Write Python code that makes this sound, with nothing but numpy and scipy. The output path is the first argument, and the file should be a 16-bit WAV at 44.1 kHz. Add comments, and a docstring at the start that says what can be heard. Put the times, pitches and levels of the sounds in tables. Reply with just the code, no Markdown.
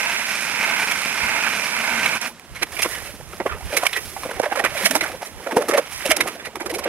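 """Chattering scrapes on lake ice, then wet crunches and gulps over a low wind rumble.
A hand auger shaves the ice, its steel ringing, breaks through and is pumped in the flooded hole:
slush packs and crunches, air pockets gulp, water runs off the screw. Wind buffets the microphone ports.
The tool stands to the right of a small camera, whose body shades the left port."""
import sys
import numpy as np
from scipy import signal
from scipy.fft import rfft, irfft
from scipy.io import wavfile
from scipy.ndimage import uniform_filter1d

SR = 44100
rng = np.random.default_rng(int(sys.argv[2]) if len(sys.argv) > 2 else 0)


def master_out(mix):
    """Clip the mix to full scale and print it as 16-bit PCM to the path in sys.argv[1]."""
    frames = np.transpose(np.atleast_2d(mix))
    ceiling = np.clip(frames, -1, 1)
    pcm = np.round(ceiling * 32767).astype(np.int16)
    wavfile.write(sys.argv[1], SR, pcm)


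N = 303408
T, HZ = np.arange(N) / SR, np.fft.rfftfreq(N, 1 / SR)

# wet slush spectrum: f/Hz, level/dB
SLUSH = [(88, -50), (150, -13), (205, -3), (333, -2), (428, -2), (573, -1), (968, -8.5), (1480, -8),
         (2320, -6), (2560, -9.5), (4410, -21), (5450, -20.5), (7300, -25), (10600, -19), (15600, -26)]


def blades():
    """Edges stick and slip, spitting chips; the steel rings in modes that swell as the crank turns."""
    # hardest bite of each turn: t/s, extra level/dB
    turns = [(-.56, 14), (.07, -2), (.72, 2.2), (1.33, 1), (1.94, 1), (2.6, 3)]
    # shaved ice spectrum: f/Hz, level/dB
    shaving = [(120, -16.5), (235, -9.5), (360, -14), (865, -7.5), (1250, 0.5), (1500, 3.5), (1910, 3.5),
               (2340, 2), (3200, -9.5), (4400, -11), (5400, -10.5), (7200, -18), (11000, -17),
               (15700, -28.5)]
    # steel modes: f/Hz, width/Hz, level/dB, swing per turn/dB, lag/turns, growth/(dB/s)
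    modes = [(233, 20, -16.5, -1, 0, 3), (674, 25, -18.5, 6, 0, 1), (923, 102, -10, 4, 0, 1),
             (1520, 200, -4.5, 1, 0.18, 0.5), (2140, 140, -11.5, 4, 0, -3), (2350, 107, -1.5, 0, 0.086, 1),
             (2510, 110, -5, 0.5, 0, 1.5)]
    bite_s, extra_db = np.transpose(turns)
    crank_rad = 2 * np.pi * np.interp(T, bite_s, np.arange(len(turns)))
    bite = np.cos(crank_rad) + 0.057 * np.sin(2 * crank_rad)
    cut_db = -26.5 + np.interp(T, bite_s, extra_db) + 2.6 * bite
    chips_db = -31.5 - 1.5 * bite
    boom_db = -37.5 - 0.5 * bite + 2 * (T - 1)  # grows as the hole deepens
    chips = grit(rate_hz=900, spread_db=6, tail_s=0.001, share=0.2)
    wander_db = lambda: 1.1 * walk(8) + 0.5 * walk(40)
    steel = np.zeros(N)
    for hz, width_hz, db, swing_db, lag_turns, growth_db_per_s in modes:
        mode = drifting_ring(chips, hz * (1 + 0.015 * walk(4.42)), width_hz)  # pitch wavers at random
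        turn_db = swing_db * np.cos(crank_rad - 2 * np.pi * lag_turns)
        steel += mode * undb(db + turn_db + growth_db_per_s * (T - 2.5) + wander_db())
    shave = (0.27 * colour(chips, shaving, 990, 2600) + 0.5 * steel) * undb(cut_db)
    boom = colour(chips, shaving, 93, 924) * undb(boom_db)
    rasp = colour(chips, shaving, 2770, 6000) * undb(-2 + wander_db() / 2)
    fine = colour(chips, shaving, 6700, 16000) * undb(-6.5 + wander_db() / 2)
    cutting = undb(contact_db(slip_share=0.77)) * (shave + boom)
    chipping = undb(chips_db + contact_db(slip_share=0.64)) * (rasp + fine)
    flutter_db = 0.35 * walk(45)
    return undb(flutter_db) * (cutting + chipping)


def contact_db(slip_share):
    """Blade grip on the ice: full, a short slip, weaker, then lifted off."""
    slip_s, slip_width_s = 2.195, 0.015
    stop_s, stop_db_per_s = 2.275, 793
    slip = -19 * np.exp(-((T - slip_s) / slip_width_s) ** 2) - 3 * (T > slip_s)
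    return slip_share * slip - stop_db_per_s * np.maximum(T - stop_s, 0)


def crunches():
    """Ice, then slush, breaks in pitched bursts, each with an overtone and treble spray."""
    # crunches: t/s, level/dB, f/Hz, spray/dB, rise/ms, fall/ms
    events = [(0.41, -36, 2300, -29, 4, 5), (0.919, -18.5, 2360, -26.5, 4.8, 6),
              (1.02, -36, 2350, -30, 4, 5), (1.484, -19.5, 1650, -41, 39, 2.4),
              (2.033, -17, 2280, -35, 2.4, 3.1), (2.064, -13, 2320, -25, 6.1, 3.5),
              (2.215, -30, 2230, -24, 2.1, 4.3), (2.397, -35, 2430, -36, 0.62, 1),
              (2.559, -33, 2150, -41.5, 9.8, 27), (2.631, -15.5, 2230, -22.5, 8.7, 6.5),
              (2.723, -40, 2200, -38, 2.3, 9.9), (2.769, -25.5, 2270, -35, 4.2, 9.1),
              (2.793, -22, 2400, -29, 4.9, 21), (2.823, -23, 2280, -19, 2.2, 3.9),
              (2.831, -18.5, 2710, -16.5, 2.3, 7.7), (2.847, -25, 2070, -37, 3.5, 9.9),
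              (2.86, -23, 1040, -35, 10, 8), (2.95, -31, 1900, -37, 46, 74), (3.07, -40, 2630, -48, 23, 25),
              (3.21, -43, 1500, -58, 6.1, 7), (3.334, -35, 1250, -49, 8.9, 7.7),
              (3.402, -22, 940, -53, 2.2, 15.6), (3.463, -20, 1100, -41, 3, 12),
              (3.498, -29, 1410, -54, 7.5, 27), (3.523, -31.5, 1240, -59, 17, 52),
              (3.74, -29, 2390, -34, 15, 30), (3.77, -14.5, 2160, -15.5, 3, 11),
              (3.837, -23.5, 1150, -32, 17, 5.3), (3.858, -17.5, 1170, -25, 5.5, 4.6),
              (3.869, -10.5, 2300, -16.5, 4.2, 3.9), (3.895, -29, 2280, -47, 4, 4.4),
              (3.933, -21, 3530, -35, 3.3, 12), (3.97, -19.5, 1920, -29.5, 10, 15.6),
              (4.167, -30, 1000, -53, 3.9, 9.6), (4.238, -30, 985, -44, 5.2, 28),
              (4.296, -31, 2000, -45, 3.7, 4.7), (4.318, -29, 1020, -38.5, 13, 5.7),
              (4.365, -40, 2330, -42, 17, 8.7), (4.4, -18.5, 800, -28.5, 4, 4),
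              (4.418, -28, 1100, -30, 1.2, 2.2), (4.435, -21, 950, -36, 5.3, 27),
              (4.461, -27, 1830, -45, 6.3, 7.7), (4.528, -23, 1680, -38, 17, 7.1),
              (4.559, -22.5, 1050, -32.5, 4.4, 22), (4.575, -28, 1510, -36, 3.8, 7.6),
              (4.597, -17.5, 1900, -30, 6.8, 9.7), (4.643, -15.5, 1510, -27, 4, 3.1),
              (4.65, -13, 1190, -22, 2.7, 6.8), (4.661, -17.5, 1910, -36, 5, 13),
              (4.767, -25.5, 2350, -33.5, 1.8, 52), (4.862, -13.5, 2070, -13.5, 11.6, 11),
              (4.912, -20, 1960, -18, 3.3, 7.9), (4.955, -14.5, 886, -16.5, 5.8, 14),
              (5.01, -15.5, 2080, -25.5, 1.9, 10.4), (5.043, -22.5, 1460, -32.5, 13, 8.4),
              (5.061, -27, 1480, -37, 3.8, 20), (5.229, -30, 905, -40, 16, 9.3),
              (5.27, -39, 1900, -35, 25, 9.7), (5.475, -25, 1450, -40, 10, 4.4),
              (5.523, -24.5, 910, -37.5, 17, 9.3), (5.569, -17.5, 860, -26, 5.1, 13),
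              (5.625, -26, 1290, -32.5, 14, 7.5), (5.69, -23, 1210, -24, 6.2, 16),
              (5.715, -21.5, 1180, -33, 6.1, 15), (5.74, -19, 1780, -30, 4, 18),
              (5.782, -15, 820, -22.5, 7.8, 11.4), (5.927, -42, 2280, -33.5, 12, 33),
              (6.012, -32.5, 1980, -41, 13, 39), (6.061, -27.5, 2720, -26, 10, 23),
              (6.119, -13.5, 2190, -16, 17.4, 9), (6.168, -27, 2380, -18, 3.5, 6.3),
              (6.209, -12, 2120, -19, 3.6, 10), (6.276, -24, 1220, -28.5, 4.7, 16.4),
              (6.399, -34.5, 1760, -47, 4.7, 21), (6.465, -28.5, 1930, -36.5, 17, 13),
              (6.557, -27, 1000, -34.5, 3.3, 13.4), (6.608, -25.5, 880, -35.5, 6.3, 18),
              (6.663, -25.5, 1220, -29.5, 5.1, 10.5), (6.702, -28, 2000, -29.5, 4.9, 11),
              (6.75, -29.5, 2240, -29, 11.5, 17), (6.792, -27.5, 1080, -28.5, 6.7, 8),
              (6.842, -28.5, 2520, -30.5, 4.6, 9.1)]
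    out = np.zeros(N)
    breaking = grit(rate_hz=900, spread_db=1, tail_s=0.0006, share=0.45)
    splinters = grit(rate_hz=500, spread_db=0.5, tail_s=0.0011, share=1)
    body = colour(breaking, SLUSH, 670, 5400)
    spray = colour(breaking * (0.6 + 0.55 * np.abs(splinters)), SLUSH, 4370, 12400)
    overtone_ratios = rng.uniform(1.214, 2.285, len(events))
    for (at_s, db, hz, spray_db, rise_ms, fall_ms), ratio in zip(events, overtone_ratios):
        here, _, shape = burst(at_s, rise_ms, fall_ms)
        lump = body[here]
        crunch = 0.5 * lump + 0.71 * ring(lump, hz, 0.87 * hz) + 0.76 * ring(lump, hz, 130)
        crunch += 0.29 * ring(lump, min(ratio * hz, 4000), 120)
        out[here] += undb(db) * shaped(crunch, shape) + undb(spray_db) * shaped(spray[here], shape)
    return out


def gulps():
    """Trapped air rings as a gliding tone; the slop around it thumps near the same pitch."""
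    # air pockets: t/s, level/dB, f/Hz, tone share/0-1, rise/ms, fall/ms, glide/(octaves/s)
    pockets = [(2.625, -22.5, 379.4, 0.34, 8.4, 13, -20), (2.798, -24.5, 636, 0, 6.9, 4, 20),
               (2.86, -19.5, 335.4, 0.2, 8.7, 11, -9.5), (2.974, -34, 513, 0, 3.2, 23.4, 16),
               (3.142, -32.5, 260, 0.3, 4.7, 9.8, 1), (3.202, -27.5, 601, 0.3, 0.72, 5.5, 1),
               (3.212, -32, 800, 0.4, 2.8, 3.2, 4), (3.336, -32, 403, 0.4, 0.73, 6.2, 3),
               (3.403, -16, 362, 0.4, 2.3, 6.7, 4.5), (3.414, -22.5, 534, 0.65, 10.0, 8.4, -0.5),
               (3.464, -10.5, 662, 0.3, 6.4, 7.5, 6.5), (3.733, -21, 588, 0.47, 5.3, 35, -4),
               (3.776, -26.5, 481, 0.6, 6.1, 9.4, -21), (3.834, -14.5, 713, 0.6, 1.3, 6.6, -4),
               (3.975, -28.5, 404, 0.44, 5.7, 18, 8), (4.166, -27, 759, 0.6, 1.4, 14, 3.5),
               (4.253, -29, 511, 0.2, 3.3, 18.5, 13.5), (4.26, -22, 535, 0.02, 0.86, 6.2, -2),
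               (4.294, -27, 510, 0.04, 2.4, 15, -5), (4.312, -21, 572.5, 0.5, 1.3, 8.4, 1.5),
               (4.37, -30, 804, 0.5, 3.4, 18, -6.5), (4.401, -6.5, 619, 0.3, 1.4, 6, 4),
               (4.437, -15.5, 466, 0.93, 2.1, 6.2, 3), (4.463, -15.5, 613, 1, 1.4, 13.5, -4.5),
               (4.524, -17, 778, 0.15, 7.1, 13, 14), (4.576, -18, 578, 0.96, 4.2, 17, -18),
               (4.6, -15.5, 806, 0.3, 3.5, 19, -6.5), (4.643, -18.5, 451, 0.1, 1.9, 24, 11.5),
               (4.718, -32, 553, 0.7, 3.8, 24.6, 16), (4.753, -23.5, 660, 1, 3.8, 21, -16),
               (4.814, -22.5, 548.4, 0.5, 6.7, 18, -0.5), (4.854, -26.5, 198.5, 0.8, 18, 12, 1.5),
               (4.869, -18, 622, 0.96, 1.4, 9.4, 19.5), (4.907, -26.5, 252.3, 0.96, 4.9, 32.0, -0.5),
               (4.914, -19.5, 642, 0.76, 3.2, 7.4, -0.5), (4.935, -24, 256.8, 0.85, 2.4, 16.0, -4),
               (4.941, -26, 607, 0.5, 2.0, 14.8, -0.5), (4.953, -13.5, 613, 0.66, 1.1, 11, 5),
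               (4.956, -19.5, 279.6, 0.97, 2.3, 21, 7), (5.014, -22, 657, 0.6, 4.9, 5.4, -4),
               (5.024, -25, 320, 0.9, 1.5, 11.1, 3.5), (5.03, -25, 687, 0.5, 3.8, 8.8, -19),
               (5.058, -24, 882, 0.34, 8.7, 6, 12.5), (5.101, -29, 738, 0.8, 6.9, 5.6, -2),
               (5.14, -23, 524.6, 0.75, 1.1, 14, -0.5), (5.228, -22, 672, 0.8, 1.1, 2.7, 0),
               (5.466, -21.5, 578, 0.25, 3.7, 29, -8), (5.53, -22, 351, 0.2, 7.9, 30, 4.5),
               (5.57, -2, 406, 0.53, 3.4, 2.3, -2.5), (5.58, -11.5, 508, 0.6, 7.8, 17, -8.5),
               (5.619, -21, 618, 0, 15, 27, 20), (5.696, -14, 366, 0.05, 9, 10, 12.5),
               (5.724, -15.5, 570.4, 0.4, 3.5, 38, 1), (5.75, -9.5, 573.5, 1, 6.7, 15, 3.5),
               (5.76, -7.5, 586, 0.82, 4, 4.8, -0.5), (5.788, -7, 529, 0.53, 6.6, 9.6, 16.5),
               (6.061, -19, 563, 0.6, 7.7, 14, -10.5), (6.094, -19, 285, 0.8, 1.8, 12, 20.5),
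               (6.113, -14, 652, 0.85, 2.2, 23, -4), (6.172, -21, 804, 0.3, 0.9, 6.8, 20),
               (6.205, -27.5, 320, 0.14, 49, 91, 4.5), (6.258, -19.5, 715, 0, 1.2, 9.3, 5),
               (6.472, -28.5, 498.5, 0.4, 2.8, 17.2, 3), (6.57, -26, 358, 0.9, 1.2, 8.6, 4),
               (6.616, -20.5, 341, 0.91, 4.2, 6.1, 3.5), (6.668, -25, 368, 0.6, 9.2, 14, 20),
               (6.71, -23.5, 491, 0.5, 10, 8.4, -16.5), (6.759, -24, 398, 0.62, 18, 49, 11.5),
               (6.857, -17, 537, 0.43, 4.9, 27, -8.5)]
    out = np.zeros(N)
    slop = colour(rng.standard_normal(N), SLUSH, 106, 1060)
    phases = rng.random(len(pockets))
    for (at_s, db, hz, tone_share, rise_ms, fall_ms, oct_per_s), phase in zip(pockets, phases):
        here, t, shape = burst(at_s, rise_ms, fall_ms)
        tone = shape * np.sin(2 * np.pi * (phase + np.cumsum(hz * 2 ** (oct_per_s * t)) / SR))
        thump = shaped(slop[here] + 4.8 * ring(slop[here], hz, 236), shape)
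        out[here] += undb(db) * (np.sqrt(tone_share) * tone + 0.63 * np.sqrt(1 - tone_share) * thump)
    return out


def wash():
    """Slush slides, water drains and bubbles between the crunches."""
    # run-off from the screw: t/s, slide/dB, gurgle/dB, spray/dB
    runoff = [(2.27, -34, -35, -32), (2.36, -66, -56, -68), (2.6, -37.5, -54, -49.5), (2.75, -36, -41, -39),
              (2.92, -30, -39.5, -32.5), (3.0, -40, -38, -39), (3.09, -38, -39, -41),
              (3.17, -48, -48.5, -46), (3.38, -43, -40.5, -46), (3.58, -46, -38, -46),
              (3.73, -27, -38, -37.5), (3.98, -37.5, -43, -38), (4.15, -41, -45, -38),
              (4.36, -34, -36, -46), (4.49, -37, -34, -44), (4.62, -30, -32.5, -46),
              (4.76, -26.5, -39, -35.5), (4.89, -29.5, -38, -33.5), (4.99, -31.5, -38, -42),
              (5.08, -30, -32.5, -40), (5.29, -42.5, -41, -47.5), (5.65, -36.5, -32.5, -46.5),
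              (5.82, -32.5, -42, -45), (6.0, -31, -48, -34.5), (6.11, -27, -42, -49), (6.28, -30, -36, -37),
              (6.4, -38.5, -36.5, -49), (6.51, -57, -45, -61), (6.7, -45, -33, -69),
              (6.82, -36, -33.5, -52), (6.88, -23, -29, -49)]
    slide_db, gurgle_db, spray_db = over_time(runoff)
    drops = grit(rate_hz=98, spread_db=1.5, tail_s=0.00089, share=0.18)
    slide = 0.49 * colour(drops, SLUSH, 890, 5400)
    slide += 0.2 * bubbles(count=1400, lo_hz=1000, hi_hz=2850, cycles=19.9)
    gurgle = 0.38 * colour(drops, SLUSH, 220, 820)
    gurgle += 0.48 * bubbles(count=500, lo_hz=301.4, hi_hz=973, cycles=8.2)
    spray = colour(drops, SLUSH, 4420, 23000)
    flow = (slide_db > -100) * undb(1.47 * walk(25.26))
    return flow * (slide * undb(slide_db) + gurgle * undb(gurgle_db) + spray * undb(spray_db))


def bubbles(count, lo_hz, hi_hz, cycles):
    """Small bubbles at random times: short tones that rise as they die; rms 1."""
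    out, t = np.zeros(N + SR // 10), T[:SR // 10]
    for when, pitch, faintness in rng.random((count, 3)):
        hz = lo_hz * (hi_hz / lo_hz) ** pitch
        age = hz * t / cycles
        envelope = undb(-14 * faintness) * age * np.exp(-4 * age)
        at = int(when * N)
        out[at:at + len(t)] += envelope * np.sin(2 * np.pi * hz * t * (1 + 0.153 * age))
    return unit(out[:N])


def wind():
    """Low buffeting, stronger on the right port; the left gets it out of phase and adds its own."""
    # rumble spectrum: f/Hz, level/dB
    rumble = [(12, -42), (20, -24), (44, -11), (76, -6.5), (97, -10), (140, -12), (200, -13), (260, -42),
              (440, -120)]
    # breeze on the right port: t/s, level/dB
    breeze = [(0, -58), (2.4, -54.5), (2.6, -40.5), (3.6, -42.5), (5.0, -47), (5.9, -49.5), (6.2, -46),
              (6.88, -48)]
    # single buffets: t/s, level/dB
    buffets = [(1.24, -34.5), (1.459, -44), (1.95, -48), (2.525, -33), (3.22, -37), (3.54, -31),
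               (3.66, -28), (4.04, -43), (4.37, -34), (4.73, -47), (5.04, -41), (5.36, -35), (6.11, -42),
               (6.25, -37)]
    right, own = (colour(rng.standard_normal(N), rumble, 27, 155) * undb(2 * walk(24.05))
                  for _ in range(2))
    shifted = irfft(rfft(right) * np.exp(1.6j), N)
    left = undb(-8) * (0.43 * shifted + 0.83 * own)
    strength = undb(over_time(breeze)[0] + 3.3 * walk(15))
    for at_s, db in buffets:
        here, _, shape = burst(at_s, rise_ms=27, fall_ms=29)
        strength[here] += undb(db) * shape
    return strength * np.array([left, right])


def lake_hiss():
    """Quiet steady hiss of the open lake."""
    # hiss spectrum: f/Hz, level/dB
    spectrum = [(88, -27), (150, 6.5), (520, -5), (738, -3), (1800, -4), (2320, -6), (7300, -14),
                (9400, -16), (15600, -21)]
    return undb(-46) * colour(rng.standard_normal(N), spectrum, 157, 16000)


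def ports(x):
    """Mono to stereo: the left port is late, shaded and partly scattered, most in the treble."""
    # body shadow: f/Hz, left minus right/dB
    shadow = [(60, 4), (110, -4), (200, 2), (380, 0.5), (700, -5), (1290, -4), (2380, -9.5), (4400, -4.5),
              (8120, -16), (15000, -15.5)]
    # sound reaching the left port straight: f/Hz, share/0-1
    likeness = [(100, 0.92), (300, 0.98), (1000, 0.92), (2500, .86), (5000, 0.72), (12000, 0.4)]
    lag_s = 3.2 / SR
    straight = over_hz(likeness)
    scattered = rfft(x * walk(200)) * np.sqrt(1 - straight ** 2)
    left = rfft(x) * straight * np.exp(-2j * np.pi * HZ * lag_s) + scattered
    shade = undb(over_hz(shadow))
    return irfft(np.array([left * shade, rfft(x)]) * 2 / np.sqrt(1 + shade + shade ** 2), N)


def undb(db):
    """dB to gain."""
    return 10 ** (np.asarray(db) / 20)


def unit(x):
    """Scale to rms 1."""
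    return x / np.sqrt(np.mean(x ** 2))


def over_hz(points):
    """(f/Hz, value) points at every frequency bin."""
    hz, value = np.transpose(points)
    return np.interp(np.log(HZ + 1), np.log(hz), value)


def over_time(table):
    """Level columns at every sample; the first is -120 dB outside the table."""
    at_s, first, *rest = np.transpose(table)
    return [np.interp(T, at_s, first, -120, -120)] + [np.interp(T, at_s, db) for db in rest]


def colour(x, spectrum, lo_hz, hi_hz):
    """Filter by a soft-edged band of a spectrum; rms 1."""
    edges = 1 / np.sqrt((1 + (lo_hz / (HZ + 1)) ** 8) * (1 + (HZ / hi_hz) ** 8))
    return unit(irfft(rfft(x) * undb(over_hz(spectrum)) * edges, N))


def walk(rate_hz):
    """Random steps, smoothed twice; rms 1."""
    hold = int(SR / rate_hz)
    steps = rng.standard_normal(N // 16)[np.arange(N) // hold]
    return unit(uniform_filter1d(uniform_filter1d(steps, hold), hold))


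def grit(rate_hz, spread_db, tail_s, share):
    """Noise roughened by tiny random fractures, a few large among many small."""
    hits = (rng.random(N) < rate_hz / SR) * undb(spread_db * np.minimum(rng.exponential(size=N), 3))
    tails = signal.lfilter([1], [1, -np.exp(-1 / (tail_s * SR))], hits)
    return rng.standard_normal(N) * (1 + share * unit(tails))


def ring(x, hz, width_hz):
    """Two-pole resonance; rms 1."""
    return unit(signal.lfilter(*signal.iirpeak(hz, hz / width_hz, fs=SR), x))


def drifting_ring(x, hz, width_hz):
    """Resonance with a moving centre; rms 1."""
    carrier = np.exp(2j * np.pi * np.cumsum(hz) / SR)
    baseband = signal.lfilter([1], [1, -np.exp(-np.pi * width_hz / SR)], x / carrier)
    return unit((baseband * carrier).real)


def burst(peak_s, rise_ms, fall_ms):
    """Indices, t/s from the peak, and an envelope 10 dB down one rise before and one fall after."""
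    here = np.arange(int(peak_s * SR) - SR // 16, min(int(peak_s * SR) + SR // 6, N))
    t = T[here] - peak_s
    swell_db = -10 * (np.maximum(-t, 0) * 1000 / rise_ms) ** 1.6
    fade_db = -10 * (np.maximum(t, 0) * 1000 / fall_ms) ** 1.2
    return here, t, undb(swell_db + fade_db)


def shaped(noise, shape):
    """Noise under an envelope, scaled to the envelope's energy."""
    return noise * shape * np.sqrt(np.sum(shape ** 2) / np.sum((noise * shape) ** 2))


def scene():
    """Auger, water and lake hiss at the two ports, with wind on top."""
    hiss = lake_hiss()
    return ports(blades() + wash() + crunches() + gulps() + hiss) + wind()


def record(dry):
    """The microphones colour the treble; peaks clip at full scale; the top is cut."""
    # microphone response: f/Hz, gain/dB
    response = [(3000, -0.5), (4500, -2), (5400, 0), (6400, -0.5), (7250, -2), (8400, -0.5), (11300, 0),
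                (12000, -1), (13200, -7), (14700, -6), (15600, -5.5)]
    top_hz = 15725
    heard = irfft(rfft(dry) * undb(over_hz(response)), N)
    lowpass = signal.ellip(10, 0.2, 75, top_hz, fs=SR, output="sos")
    return signal.sosfilt(lowpass, np.clip(heard, -1, 1))


dry = scene()
out = record(dry)
master_out(out)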